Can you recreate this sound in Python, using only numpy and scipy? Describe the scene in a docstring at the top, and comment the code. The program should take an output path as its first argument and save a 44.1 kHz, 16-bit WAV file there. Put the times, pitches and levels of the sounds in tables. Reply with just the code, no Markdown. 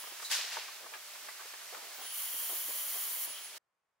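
"""Handheld laser welding

Shielding gas hisses from a torch over a faint machine hum while a steel plate scrapes and rings on a
bench. The torch is set on the seam with dull knocks, and the gas whistles in the narrow gap. For about
a second the beam melts the steel, and its vapour makes a bright, fluttering hiss. The torch lifts away,
and the sound drops abruptly to a very faint room tone."""
import sys
import numpy as np
from scipy import signal
from scipy.fft import rfft, irfft, next_fast_len
from scipy.io import wavfile
from scipy.ndimage import map_coordinates

SR = 44100
rng = np.random.default_rng(int(sys.argv[2]) if len(sys.argv) > 2 else 0)


def master_out(mix):
    """Clip the mix to full scale and print it as 16-bit PCM to the path in sys.argv[1]."""
    frames = np.transpose(np.atleast_2d(mix))
    ceiling = np.clip(frames, -1, 1)
    pcm = np.round(ceiling * 32767).astype(np.int16)
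    wavfile.write(sys.argv[1], SR, pcm)


N = 176400

# tone colour of the gas jet (frequency [Hz], relative level [dB])
JET_COLOUR = [(40, -67.5), (130, -45), (220, -32.5), (350, -22.5), (650, -9), (1100, -5.5), (2200, -3.5),
              (3200, -4.5), (5200, -4), (9000, -8), (15800, -9)]
# how alike left and right sound, 1 being the same (frequency [Hz], likeness [-1 to 1])
JET_ALIKE = [(100, .92), (400, 0.88), (1800, 0.67), (3500, 0.35), (6500, 0.14), (14000, .3)]
TORCH_ALIKE = [(1000, 0.67), (5000, 0.64), (10000, 0.63), (15000, .82)]
SLIDE_ALIKE = [(200, 0.47), (1800, 0.96), (4500, 0.4), (8000, 0), (14000, -0.46)]
# resonances at the torch (frequency [Hz], width [Hz], relative level [dB], left minus right [dB])
WHISTLE_PEAKS = [(4640, 400, -16, -12), (6840, 500, -11, -3.5), (8750, 300, -22.5, 3.5),
                 (10090, 550, 1.5, -0.5), (10800, 750, -4, 1.5)]  # gas between nozzle and steel
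LOW_WHISTLE_PEAKS = [(3117, 400, 0, 0.5)]  # the lowest of these, which swells on its own
NOZZLE_PEAKS = [(13100, 1300, -13, 2.5), (13900, 800, -7.5, 2), (15600, 700, 3, -3)]  # thin top of the nozzle hiss
VAPOUR_PEAKS = [(1130, 310, -9.5, -1), (2080, 210, -10.5, -1), (3030, 360, -10, -2.5),
                (4340, 1100, -14.5, -2.5), (5850, 500, -7.5, -1.5), (6860, 450, -7, -4),
                (7360, 320, -8.5, 3), (8300, 280, -7, 2), (8710, 230, -4.5, 2), (9940, 520, 0, -1.5),
                (10940, 600, -.5, 2), (11820, 760, -2.5, 5.5), (12800, 500, -0.5, -2),
                (13140, 500, -5.5, 0.5), (14100, 600, 3, 1.5), (14700, 450, -2, 5), (15360, 480, 0.5, -9.5)]  # vapour from the melted steel
# how loud each torch sound is as the work goes on (time [s], level [dB])
JET_LEVEL = [(0, -46), (.2, -45.5), (.9, -48), (1.25, -47), (1.8, -46), (2.1, -45.5), (3.1, -45),
             (3.55, -47.5)]
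WHISTLE_LEVEL = [(0, -48), (.06, -58), (.16, -66), (.3, -79), (1.2, -69), (1.98, -76), (2.02, -54),
                 (2.065, -46.5), (2.2, -46.5), (3.24, -49.5), (3.31, -42.5), (3.38, -53), (3.41, -56),
                 (3.46, -46.5), (3.52, -59), (3.58, -64)]
LOW_WHISTLE_LEVEL = [(0, -60), (.1, -57), (.2, -72), (1.99, -68), (2.02, -52.5), (2.2, -52.5),
                     (3.25, -55.5), (3.31, -55), (3.37, -50), (3.41, -56), (3.5, -64), (3.57, -68)]
NOZZLE_LEVEL = [(0, -51), (.1, -59), (.2, -67), (1.91, -74), (1.95, -52), (2.1, -55), (3.28, -54.5),
                (3.4, -55), (3.47, -61.5)]
VAPOUR_LEVEL = [(2.08, -68), (2.14, -41.5), (2.19, -38), (2.29, -41.5), (2.42, -37.5), (2.65, -38),
                (3.14, -38), (3.252, -37.5), (3.273, -51), (3.36, -69.5)]
# tones of the welding machine (frequency [Hz], level [dB])
HUM_TONES = [(226, -89.5), (401, -77), (603, -73.5)]
# tone colours of hand and hose, quiet room and sliding plate (frequency [Hz], relative level [dB])
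RUSTLE_COLOUR = [(40, -29.5), (130, -18.5), (280, -4), (600, 6.5), (1200, -7.5), (3000, -29)]
ROOM_TONE_COLOUR = [(40, -14), (130, -4), (270, -9.5), (450, -1), (1050, 3.5), (2200, -4.5), (3600, -12.5),
                    (7500, -14.5), (15800, -24.5)]
SLIDE_COLOUR = [(59, -78.5), (100, -49), (544, -13), (702, -5), (1170, -5), (1240, -8), (1500, -3),
                (2610, -1.5), (3160, -1.5), (4820, -1.5), (15800, -16)]
# dull knocks and scuffs (time [s], level [dB], rise [s], time to fade 60 dB [s], centre [Hz])
KNOCKS = [(.036, -45.5, 0.0035, .04, 650), (.066, -47, 0.0067, 0.083, 680), (.119, -48, 0.0021, 0.029, 420),
          (.196, -43, .003, 0.035, 1040), (.218, -45.5, 0.011, 0.072, 900), (.384, -55, 0.0037, .06, 447),
          (.442, -46.5, 0.0026, 0.045, 600), (0.5678, -32.5, 0.0021, 0.037, 720),
          (.581, -51, 0.0023, 0.039, 450), (.681, -43.5, 0.0037, 0.044, 930),
          (.76, -58, 0.0036, 0.031, 550), (.842, -51, .005, 0.055, 930), (.855, -46.5, 0.011, 0.044, 780),
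          (.918, -49.5, 0.006, 0.087, 610), (0.933, -42, 0.0061, 0.13, 1420),
          (0.951, -46, 0.0042, 0.065, 650), (1.142, -50.5, 0.018, 0.057, 1010),
          (1.283, -40.5, 0.0055, 0.039, 950), (1.384, -48.5, .025, 0.15, 900),
          (1.45, -56.5, 0.0088, 0.063, 454), (1.535, -44.5, 0.0055, 0.068, 950),
          (1.614, -48, 0.0042, 0.049, 910), (1.721, -47, 0.0077, 0.14, 570),
          (1.742, -43, 0.0075, 0.071, 1100), (1.766, -47, .003, 0.14, 580),
          (1.815, -55.5, 0.0084, 0.48, 550), (1.975, -53.5, 0.012, 0.38, 570),
          (2.013, -48.5, 0.0047, 0.074, 720), (2.05, -53.5, 0.0046, .05, 480),
          (2.335, -53.5, 0.0059, .05, 500), (2.423, -49, 0.0034, 0.046, 650), (2.488, -48, 0.013, 0.2, 560),
          (2.523, -48.5, 0.0026, 0.096, 500), (2.675, -51, 0.016, 0.065, 405),
          (2.705, -45, 0.0035, 0.038, 650), (2.745, -54, 0.0036, 0.068, 430), (2.948, -53, .012, 0.16, 480),
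          (3.11, -59, 0.0047, 0.057, 358), (3.165, -56, 0.0068, 0.049, 504),
          (3.271, -48, 0.0053, 0.054, 620), (3.299, -57.5, 0.0043, 0.061, 420)]
# tone colour of a knock (frequency [multiple of the centre], relative level [dB])
KNOCK_COLOUR = [(.06, -44), (.25, -24), (.6, -1), (1.2, 7.5), (1.8, 4.5), (3, -8.5), (8, -50)]
# shoves of the plate (time [s], level [dB], rise [s], fade [dB/s], tilt toward treble [dB/octave])
SHOVES = [(.21, -46, 0.016, 152, 12.5), (.24, -42, 0.0085, 207.5, 18.5), (0.292, -29, 0.032, 71.5, 2),
          (.49, -39.5, 0.046, 68.5, 0)]
# moments when the plate is set ringing (time [s], boost [dB])
RINGS = [(.246, 8), (.315, -2)]
# hard taps on steel (time [s], level [dB], pitch [multiple])
TAPS = [(.569, -42, 0.562), (1.288, -40.5, 0.99), (1.536, -51.5, 0.6), (2.955, -48, 0.6)]
# ringing tones of the steel (frequency [Hz], relative level [dB], time to fade 60 dB [s])
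PLATE_TONES = [(3836, -50.5, 0.23), (4020, -48, .15), (4315, -56, 0.37), (4554, -63, .5), (4820, -61, .5)]
TAP_TONES = [(1147, -0.5, 0.059), (1350, -7.5, .05), (1634, -7.5, 0.057), (1990, -6, 0.1)]


def amp(db):
    """Turn decibels into a number to multiply by."""
    return 10 ** (np.asarray(db) / 20)


def unit(x):
    """Scale a sound to an average (rms) strength of 1."""
    return x / np.sqrt(np.mean(x ** 2) + 1e-20)


def clock():
    """The time of each sample, in seconds."""
    return np.arange(N) / SR


def along(points, hz):
    """Read between (frequency, value) points, with octaves evenly spaced."""
    f, v = np.transpose(points)
    return np.interp(np.log(hz + 1e-6), np.log(f), v)


def level(rows):
    """A loudness curve through (time, level) rows, silent outside them."""
    return amp(np.interp(clock(), *np.transpose(rows), left=-140, right=-140))


def wobble(rate):
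    """A smooth random curve with `rate` new values a second."""
    values = rng.standard_normal(int(N * rate / SR) + 4)
    return map_coordinates(values, [np.arange(N) * rate / SR], order=2)


def swell(t, rise):
    """A smooth rise from 0 to 1."""
    return np.sin(np.pi / 2 * np.clip(t / rise, 0, 1)) ** 2


def filtered(x, response):
    """Turn each frequency up or down by response(frequency)."""
    n = x.shape[-1]
    padded = next_fast_len(n + 4096, real=True)
    return irfft(rfft(x, padded) * response(np.fft.rfftfreq(padded, 1 / SR)), padded)[..., :n]


def noise(colour, alike, lead_s=0, size=N):
    """Stereo noise of strength 1 with a tone colour; the left side comes lead_s early."""
    hz = np.fft.rfftfreq(size, 1 / SR)
    middle, side = rfft(rng.standard_normal((2, size)))
    spread = np.arccos(np.clip(along(alike, hz), -1, 1)) / 2
    middle, side = np.cos(spread) * middle, np.sin(spread) * side
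    left = (middle + side) * np.exp(2j * np.pi * hz * lead_s)
    return unit(irfft(np.array([left, middle - side]) * colour(hz), size))


def torch_noise(peaks, lowest_hz=600):
    """Noise gathered into broad resonances, each leaning to one side."""
    def colour(f):
        power = 0
        for hz, width, db, pan in peaks:
            sides = amp(db + np.array([[pan], [-pan]]) / 2)
            power += (sides / (1 + ((f - hz) / (0.64 * width)) ** 2)) ** 2
        return np.sqrt(power) * f ** 2 / (f ** 2 + lowest_hz ** 2)
    return noise(colour, TORCH_ALIKE, lead_s=.000008)


def gas_jet(flutter_db=0.52, pan_db=-1.4):
    """Shielding gas rushes out in a broad hiss, a little louder on the right."""
    hiss = noise(lambda f: amp(along(JET_COLOUR, f)), JET_ALIKE, lead_s=.00003)
    db = np.interp(clock(), *np.transpose(JET_LEVEL)) + flutter_db * wobble(20)
    return hiss * amp(db + np.array([[pan_db], [-pan_db]]) / 2)


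def gas_whistle(waver_db=0.9):
    """Gas resonates in the gap when the nozzle nears the steel, with a thin hiss on top."""
    high = torch_noise(WHISTLE_PEAKS) * level(WHISTLE_LEVEL)
    low = torch_noise(LOW_WHISTLE_PEAKS) * level(LOW_WHISTLE_LEVEL)
    whistle = (high + low) * amp(waver_db * wobble(45))
    thin_hiss = torch_noise(NOZZLE_PEAKS) * level(NOZZLE_LEVEL) * amp(waver_db * wobble(45))
    return whistle + thin_hiss


def machine_hum(drift_radians=0.9, waver_db=3):
    """The welding machine hums in a few unsteady tones."""
    out = np.zeros(N)
    for hz, db in HUM_TONES:
        loudness = amp(db + waver_db * wobble(8.7))
        out += loudness * np.sin(2 * np.pi * hz * clock() + drift_radians * wobble(7))
    return out


def rustle(db=-70.5, swing_db=5):
    """Hand and hose shift with a faint, lumpy noise."""
    rub = noise(lambda f: amp(along(RUSTLE_COLOUR, f)), [(150, 0.94), (700, 0.8)])
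    return amp(db) * unit(rub * amp(swing_db * wobble(22)))


def room_tone(db=-88):
    """The very faint, steady noise of the workshop."""
    return amp(db) * noise(lambda f: amp(along(ROOM_TONE_COLOUR, f)), [(200, .8), (5000, .4)])


def knocks(bounce=0.53, bounce_s=0.002815):
    """Hand, torch and plate bump; sound bouncing off the bench makes each thud hollow."""
    out, t = np.zeros((2, N + SR)), np.arange(SR // 4) / SR
    for start, db, rise, fade_s, hz in KNOCKS:
        delay = bounce_s * np.exp(.25 * rng.standard_normal())
        hollow = lambda f: 1 + bounce * np.exp(-2j * np.pi * f * delay)
        colour = lambda f: amp(along(KNOCK_COLOUR, f / hz)) * hollow(f)
        thud = noise(colour, [(150, 1.0), (700, 0.4)], size=len(t))
        loudness = swell(t, rise) * amp(db - 60 * np.maximum(t - rise, 0) / fade_s)
        first = round(start * SR)
        out[:, first:first + len(t)] += thud * loudness
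    return out[:, :N]


def room_echo(x, db=-14.5, fade_s=0.23, rise_s=0.0066):
    """The workshop answers a sound with a short, fading echo."""
    t = np.arange(SR // 2) / SR
    tail = noise(np.ones_like, [(300, .7), (2000, 0.23)], size=len(t))
    tail *= amp(-60 * t / fade_s) * np.minimum(t / rise_s, 1)
    return amp(db) * signal.fftconvolve(x, tail / np.linalg.norm(tail[0]), axes=1)[:, :N]


def plate_slides(grain_db=-1.1, pivot_hz=3500, treble_hz=6600, dulling_db_per_s=60.5):
    """Each shove scrapes the plate over the bench; the treble fades first as it slows."""
    out = np.zeros((2, N))
    for start, db, rise, fade, tilt in SHOVES:
        t = np.maximum(clock() - start, 0)
        tilt_db = lambda f: tilt * np.minimum(np.log2((f + 1) / pivot_hz), 1)
        rub = noise(lambda f: amp(along(SLIDE_COLOUR, f) + tilt_db(f)), SLIDE_ALIKE)
        body = filtered(rub, lambda f: 1 / (1 + (f / treble_hz) ** 4))
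        slowing_s = np.maximum(t - rise, 0)
        treble = (rub - body) * amp(-dulling_db_per_s * slowing_s)
        out += (body + treble) * swell(t, rise) * amp(db - fade * slowing_s)
    return out * amp(grain_db * wobble(560))


def plate_ring(chatter_radians=0.73, chatter_rate=220):
    """The plate rings roughly as it chatters on the bench."""
    out = np.zeros((2, N))
    for start, db in RINGS:
        t = np.maximum(clock() - start, 0)
        for hz, tone_db, fade_s in PLATE_TONES:
            chatter = chatter_radians * wobble(chatter_rate)
            phase = 2 * np.pi * hz * t + chatter + rng.standard_normal((2, 1))
            out += amp(db + tone_db - 60 * t / fade_s) * swell(t, .003) * np.sin(phase)
    return out


def steel_taps(rise_s=0.0031):
    """Hard taps make the steel ring in a few tones that die quickly."""
    out = np.zeros((2, N))
    for start, db, pitch in TAPS:
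        t = np.maximum(clock() - start, 0)
        for hz, tone_db, fade_s in TAP_TONES:
            loudness = amp(db + tone_db - 60 * t / fade_s) * np.minimum(t / rise_s, 1)
            out += loudness * np.sin(2 * np.pi * (pitch * hz * t + rng.random()))
    return out


def weld(sweep_hz=275, surge_db=-0.6, sputter_db=0.5):
    """Vapour hisses and sputters from the melt, pulsing as the beam sweeps across the seam."""
    sweep = 2 * np.pi * sweep_hz * clock()
    pulse = 1 + 0.11 * np.cos(sweep) + 0.091 * np.cos(2 * sweep)
    hiss = torch_noise(VAPOUR_PEAKS)
    flutter = amp(surge_db * wobble(25) + sputter_db * wobble(780))
    return unit(hiss * pulse * flutter) * level(VAPOUR_LEVEL)


def scene(stop_s=3.577, fade_s=0.0059):
    """All the work sounds together, stopping abruptly to leave only the room tone."""
    bumps = knocks() + steel_taps()
    torch = gas_jet() + gas_whistle() + weld()
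    plate = plate_slides() + plate_ring()
    work = torch + plate + machine_hum() + rustle() + bumps + room_echo(bumps)
    running = np.clip(1 - (clock() - stop_s) / fade_s, 0, 1)
    return work * running + room_tone()


def record(dry, top_hz=15900, edge_hz=200):
    """Remove the very highest treble, above top_hz."""
    return filtered(dry, lambda hz: swell(top_hz - hz, edge_hz))


dry = scene()
out = record(dry)
master_out(out)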